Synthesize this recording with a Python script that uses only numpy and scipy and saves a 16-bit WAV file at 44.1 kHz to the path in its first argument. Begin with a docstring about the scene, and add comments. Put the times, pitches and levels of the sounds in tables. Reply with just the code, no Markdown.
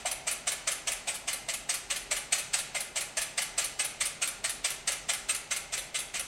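"""Over steady, low ventilation noise, egg whites are beaten by hand in a glass bowl on a towel.
On each turn a swell of random wet crackles, foam torn by the wires, starts just before the strike and peaks
after it; the wires strike and roll on the glass (noise bursts through damped resonances), air pockets ring
in the egg (short rising tones), and a lighter flick follows as the whisk swings round.
Worktop and hard walls answer each contact with early echoes, then the tiled kitchen's tail."""
import sys
import numpy as np
from scipy import signal
from scipy.fft import rfft, irfft
from scipy.io import wavfile

SR = 44100
rng = np.random.default_rng(int(sys.argv[2]) if len(sys.argv) > 2 else 0)


def log_audio(samples):
    """Write samples as a 16-bit WAV file to the path given in sys.argv[1]."""
    # one column per channel
    frames = np.atleast_2d(samples).T
    # limit to full scale, then quantise
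    limited = np.clip(frames, -1, 1)
    pcm = np.round(limited * 32767).astype(np.int16)
    wavfile.write(sys.argv[1], SR, pcm)


N = 276507

# Spectral shape of the moving air: (f/Hz, relative density/dB)
AIR_SPECTRUM = [(20, -4), (32, 2), (45, -15), (80, -2), (160, -0.5), (300, -2), (500, -2.5), (800, 0.5),
                (1200, -10.5), (3000, -12.5), (8000, -39), (15000, -46)]
# Faint wavering tones of the ventilation: (f/Hz, RMS level/dB)
VENT_TONES = [(43.5, -62.5), (60, -70), (139, -71), (160, -70.5), (400, -67.5)]
# Turns of the whisk: (t/s of the strike, force level/dB before layer gain, delay of the flick/s)
TURNS = [(.055, -33, 0.058), (.27, -31.5, .043), (.472, -30, .047), (.673, -30, 0.043), (.872, -31, 0.048),
         (1.073, -32.5, 0.069), (1.276, -32, 0.053), (1.484, -34, 0.054), (1.692, -30, 0.05),
         (1.901, -31.5, 0.06), (2.112, -29.5, .054), (2.324, -27, 0.061), (2.535, -29, 0.053),
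         (2.746, -33, 0.058), (2.959, -32, 0.049), (3.171, -30.5, .044), (3.377, -30.5, 0.044),
         (3.581, -27.5, 0.061), (3.793, -31, 0.054), (4.006, -30, 0.049), (4.219, -30.5, .055),
         (4.44, -31, 0.054), (4.644, -29.5, 0.06), (4.875, -29, 0.044), (5.09, -30, 0.043),
         (5.289, -30.5, 0.059), (5.509, -31.5, .054), (5.724, -33, .053), (5.944, -33.5, 0.045),
         (6.141, -34, 0.055)]
# Colour of the torn foam: (f/Hz, relative level/dB)
FOAM_COLOUR = [(250, -24), (600, -8.5), (1000, -1), (2500, 3), (5000, 5.5), (8300, -15.5), (10500, -11),
               (12500, -5), (15000, -10)]
# Resonances of the damped bowl and wire loops: (f/Hz, bandwidth/Hz, level over the plain click/dB)
RESONANCES = [(545, 47, 2), (610, 40, -1), (774, 8.1, 5.5), (830, 3.2, 16.5), (1147, 73, -1.5),
              (1254, 87, -3.5), (1384, 69, -4.5), (1715, 60, -6.5), (2050, 68, -5.5), (2125, 120, -3.5),
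              (2357, 52, -1.5), (2545, 145, -5), (2938, 39, -2), (3146, 14, -20), (4350, 39, -4),
              (6045, 140, -2), (7500, 74, 2.5), (8020, 42, 5), (8800, 53, 8), (8360, 36, 10), (8970, 63, 2),
              (9640, 116, 4.5), (9800, 46, -1)]
# Kitchen reverberation: (f/Hz, T60/s, relative level/dB)
REVERBERATION = [(324, 1, -2), (676, 0.84, -1.5), (1410, 0.69, 2.5), (2780, 0.66, 0.5), (5400, 0.63, -0.5),
                 (8300, 0.46, 2), (10200, 0.27, 7), (16000, 0.46, -8)]
# Colour of the firm strike: (f/Hz, relative level/dB)
STRIKE_COLOUR = [(200, -32.5), (470, -26.5), (560, -4.5), (780, -10), (970, -9.5), (1500, -2), (2400, 2),
                 (3800, 1), (5300, -1), (6500, 3), (8400, 1), (9600, -6), (11500, -8), (14000, -38)]
# Low knock, which fades unevenly as the egg turns to foam: (t/s, level/dB before layer gain)
KNOCK_LEVEL = [(.02, -20.5), (.27, -31.5), (1.05, -26.5), (1.45, -32.5), (2.35, -27.5), (3.4, -28),
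               (4, -32.5), (4.9, -30.5), (6.15, -35.5)]
# Colour of the light flick: (f/Hz, relative level/dB)
FLICK_COLOUR = [(200, -47), (470, -13), (580, -1.5), (970, -10.5), (1500, -1.5), (2400, 2), (3800, 2),
                (5300, -2.5), (6500, 0.5), (8400, -1.5), (10000, 4), (11700, -1), (14000, -15.5)]
# Treble shift of the flick: (t/s, level/dB)
FLICK_TREBLE = [(.1, 2), (1.3, 0.5), (2, -1), (2.6, 0.5), (3.9, 2.5), (4.9, 0), (5.5, 1), (5.85, -6),
                (6.2, 2.5)]

AIR_DB = -53.5  # RMS level of the moving air
TOP_HZ = 15800  # upper band limit
TURN_S = 0.19  # interval from the turn already under way to the first listed one
USUAL_DB = -30  # force of an ordinary blow

# Samples, frequencies and times of one contact with its echoes
SIZE = 32768
HZ = np.fft.rfftfreq(SIZE, 1 / SR)
T = np.arange(SIZE) / SR
LEAD_S = .025  # each strike or flick is computed from this long before its roll begins

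# A firmer blow lands its wires sooner and draws more ring from them, less clack from the bowl
ROLL_S, ROLL_HALVES_DB = 0.0084, 3
RING_DB, RING_PER_DB = 4.5, 0.36
CLACK_DB, CLACK_PER_DB = .5, -0.4
STRIKE_TREBLE_DB = -3  # shift of the treble above the ring of the wires

# The flick does not follow the blow's force; a late one grazes the glass: weaker and longer
FLICK_DB, FLICK_ROLL_S, FLICK_CLACK_DB = -34, 0.0039, -1.6
LATE_S, GRAZE_DB_PER_S, GRAZE_ROLL_SHARE = 0.0582, -400, 0.71


def undb(db):
    """Logarithmic level: 20 dB is a tenfold amplitude gain."""
    return 10 ** (np.asarray(db) / 20)


def unit(x):
    """Energy normalisation: the squared samples sum to 1."""
    return x / np.sqrt(np.sum(x ** 2))


def unit_gain(spectrum):
    """Power normalisation: the mean squared gain is 1."""
    return spectrum / np.sqrt(np.mean(np.abs(spectrum) ** 2))


def level_at(t, points):
    """Linear interpolation of (t/s, level/dB) points."""
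    return np.interp(t, *np.transpose(points))


def colour(points, hz):
    """Spectral envelope: (f/Hz, level/dB) points joined on a logarithmic frequency axis."""
    f, db = np.transpose(points)
    return undb(np.interp(np.log(hz + 1), np.log(f), db))


def minimum_phase(gain):
    """Minimum phase by the folded cepstrum: the response starts at once and dies fastest."""
    cepstrum = irfft(np.log(gain))
    half = len(cepstrum) // 2
    cepstrum[1:half] *= 2
    cepstrum[half + 1:] = 0
    return np.exp(rfft(cepstrum))


def shade(points):
    """Minimum-phase filtering: a smooth shift of tone from (f/Hz, level/dB) points."""
    return minimum_phase(colour(points, HZ))


def even(spectrum, amount):
    """Partial whitening: random spectral peaks are levelled while the sound is smeared in time."""
    size = np.abs(spectrum)
    inverse = (size + size.mean() / 20) ** -np.clip(amount, 0, 1)
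    return unit_gain(spectrum * minimum_phase(inverse))


def add(track, s, sound):
    """Superposition: add a sound at time s, which may lie before the start."""
    i = int(s * SR)
    sound, i = sound[max(-i, 0):], max(i, 0)
    track[i:i + len(sound)] += sound[:len(track) - i]


def ventilation(waver_hz=3.6):
    """Filtered noise: a broad band gives moving air, narrow bands give wavering tones."""
    hz = np.fft.rfftfreq(N, 1 / SR)
    noise = rfft(rng.standard_normal(N))
    air = undb(AIR_DB) * unit(irfft(noise * colour(AIR_SPECTRUM, hz), N))
    for f, db in VENT_TONES:
        noise = rfft(rng.standard_normal(N))
        narrow = 1 / (1 + ((hz - f) / waver_hz) ** 2)
        air += undb(db) * unit(irfft(noise * narrow, N))
    return air * np.sqrt(N)  # from unit energy to unit RMS


def turns():
    """Repeated excitation: the whisking is under way, so one turn comes before the first listed."""
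    return [(TURNS[0][0] - TURN_S, *TURNS[1][1:])] + list(TURNS)


def bowl(points):
    """Modal superposition: a coloured contact heard plainly and through the damped resonances."""
    response = 1
    for f, width, db in RESONANCES:
        response = response + undb(db) / (1 + 2j * (HZ - f) / width)
    return unit_gain(shade(points) * response)


def drag(spots, gain_db=21, peak_s=0.044, width_s=0.024, grain_db=2.5, size=8192):
    """Granular excitation: tearing foam gives a swell of tiny wet crackles around each strike."""
    out, body = np.zeros(N), bowl(FOAM_COLOUR)
    swell = np.exp(-.5 * ((T[:size] - peak_s) / width_s) ** 2)
    for s, db, _ in turns():
        near, tail = spots[rng.integers(len(spots))]
        burst_db = grain_db * np.minimum(rng.exponential(size=size), 7)
        grains = rng.standard_normal(size) * undb(burst_db)
        crackle = rfft(unit(grains * swell), SIZE)
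        # starts just before the strike, peaks after it
        add(out, s - .016, undb(db + gain_db) * irfft(crackle * body * (near + tail)))
    return out


def kitchen(early_db=5, early_s=.016, fade_s=0.04, tail_db=0, build_s=0.0078, evenness=0.47, count=60):
    """Room acoustics: direct sound and early echoes (near), then a banded exponential tail, as spectra."""
    # worktop and close walls
    early = np.zeros(SIZE)
    lags = .001 + early_s * rng.random(count)
    early[(lags * SR).astype(int)] = rng.standard_normal(count) * np.exp(-lags / fade_s)
    near = undb(early_db) * unit(early)
    near[0] += 1  # direct sound
    # many small surfaces smear the sound in time more than they colour it
    near = even(rfft(near), evenness)

    centres = np.log([row[0] for row in REVERBERATION])
    noise, tail = rfft(rng.standard_normal(SIZE)), 0
    for pick, (_, t60, db) in zip(np.eye(len(REVERBERATION)), REVERBERATION):
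        band = irfft(noise * np.interp(np.log(HZ + 1), centres, pick))
        tail = tail + undb(db) * band * np.exp(-np.log(1000) * T / t60)
    build_up = 1 - np.exp(-T / build_s)
    return near, undb(tail_db - 6) * rfft(unit(tail * build_up))


def wires(roll_s, scatter_db, chatter_s, bite_s, slip_db=3, count=7, size=4096, slip_size=32):
    """Stick-slip contact: loops land in turn, bite through foam and chatter on glass; a force spectrum."""
    lands = (np.arange(count) + rng.random(count)) / count * max(roll_s, .002)
    force = undb(scatter_db * rng.standard_normal(count))
    age = T[:size] - LEAD_S - lands[:, None]
    # each loop's force rises over bite_s and decays over chatter_s; powers add
    grip = force ** 2 @ np.exp(-2 * np.maximum(age / chatter_s, -age / bite_s))
    # wet wire sticks and slips on glass: the force jumps more than once a millisecond
    slips = np.repeat(undb(slip_db * rng.standard_normal(size)), slip_size)[:size]
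    return rfft(unit(np.sqrt(grip) * slips * rng.standard_normal(size)), SIZE)


def touch(patchy_db, low_hz=1200, high_hz=9000, count=14):
    """Local contact response: each meeting of wires and glass has its own bright and dull bands."""
    f = np.geomspace(low_hz, high_hz, count)
    db = patchy_db * rng.standard_normal(count) * np.hanning(count) ** .5
    return shade(np.transpose([f, db]))


def heard(blow, edge, spot, near_evenness=0.12, room_evenness=0.47):
    """Diffuse blending: near sound keeps the blow's colour, the room returns all directions more evenly."""
    near, tail = spot
    return even(blow, near_evenness) * edge * near + even(blow, room_evenness) * tail


def knock_level(s):
    """Interpolated level/dB of the low knock at time s, ordinary before the first point."""
    return np.interp(s, *np.transpose(KNOCK_LEVEL), left=USUAL_DB)


def strikes(spots, gain_db=32, chatter_s=0.0069, bite_s=0.0023):
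    """Force-dependent impact: the firm blow's force sets how fast the wires land and how they sound."""
    out, body = np.zeros(N), bowl(STRIKE_COLOUR)
    for s, db, _ in turns():
        spot = spots[rng.integers(len(spots))]
        firm_db = db - USUAL_DB
        roll_s = ROLL_S * .5 ** (firm_db / ROLL_HALVES_DB)
        blow = wires(roll_s, scatter_db=2.0, chatter_s=chatter_s, bite_s=bite_s)
        knock_db = knock_level(s) - db  # cancels the blow's level in the knock band
        clack_db = CLACK_DB + CLACK_PER_DB * firm_db
        ring_db = RING_DB + RING_PER_DB * firm_db
        landing = shade([(480, 0), (560, knock_db), (850, knock_db),
                         (1200, clack_db), (3000, clack_db), (4000, 0)])
        edge = shade([(7300, 0), (8100, ring_db), (8600, ring_db), (9300, STRIKE_TREBLE_DB)])
        sound = body * landing * heard(blow, edge * touch(patchy_db=2.0), spot)
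        add(out, s - LEAD_S, undb(db + gain_db) * irfft(sound))
    return out


def slop(spots, gain_db=-7, low_hz=570, high_hz=820, cycles=7, glide=0.068, spread_s=0.017, count=5, size=2048):
    """Bubble resonance: air pockets beaten into the egg ring for a few cycles, rising slightly."""
    out, t = np.zeros(N), T[:size]
    for s, *_ in TURNS:
        for when, pitch, strength in rng.random((count, 3)):
            hz = low_hz + pitch * (high_hz - low_hz)
            age = t * hz / cycles
            phase = 2 * np.pi * hz * t * (1 + glide * np.tanh(age))
            pocket = np.sin(phase) * np.exp(-2 * age)
            gain = (1 + strength) / 2 * undb(knock_level(s) + gain_db)
            add(out, s - .004 + spread_s * when ** 2, gain * pocket)
    # the small bowl radiates little below its lowest resonance
    out = signal.sosfilt(signal.butter(8, 520, "high", fs=SR, output="sos"), out)
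    return signal.fftconvolve(out, irfft(sum(spots[0])))[:N]


def flicks(spots, gain_db=31, chatter_s=0.0036, bite_s=0.0021):
    """Grazing impact: a thinner tick as the whisk swings round, weaker and longer when late."""
    out = np.zeros(N)
    body = bowl(FLICK_COLOUR) * shade([(3000, FLICK_CLACK_DB), (4000, 0)])
    for s, _, after_s in turns():
        spot = spots[rng.integers(len(spots))]
        late_s = max(after_s - LATE_S, 0)
        roll_s = FLICK_ROLL_S + GRAZE_ROLL_SHARE * late_s
        blow = wires(roll_s, scatter_db=9.0, chatter_s=chatter_s, bite_s=bite_s)
        db = FLICK_DB + GRAZE_DB_PER_S * late_s
        edge = shade([(7000, 0), (9500, level_at(s, FLICK_TREBLE))])
        sound = body * heard(blow, edge * touch(patchy_db=1.6), spot)
        add(out, s + after_s - LEAD_S, undb(db + gain_db) * irfft(sound))
    return out


def scene(count=5):
    """Superposition of sources: the whisk lands on a few spots, each with its own pattern of echoes."""
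    spots = [kitchen() for _ in range(count)]
    mix = ventilation() + drag(spots) + strikes(spots) + slop(spots) + flicks(spots)
    return mix[None]


def record(dry):
    """Band limiting: a steep elliptic low-pass cuts the top."""
    return signal.sosfilt(signal.ellip(10, .2, 80, TOP_HZ, fs=SR, output="sos"), dry)


dry = scene()
out = record(dry)
log_audio(out)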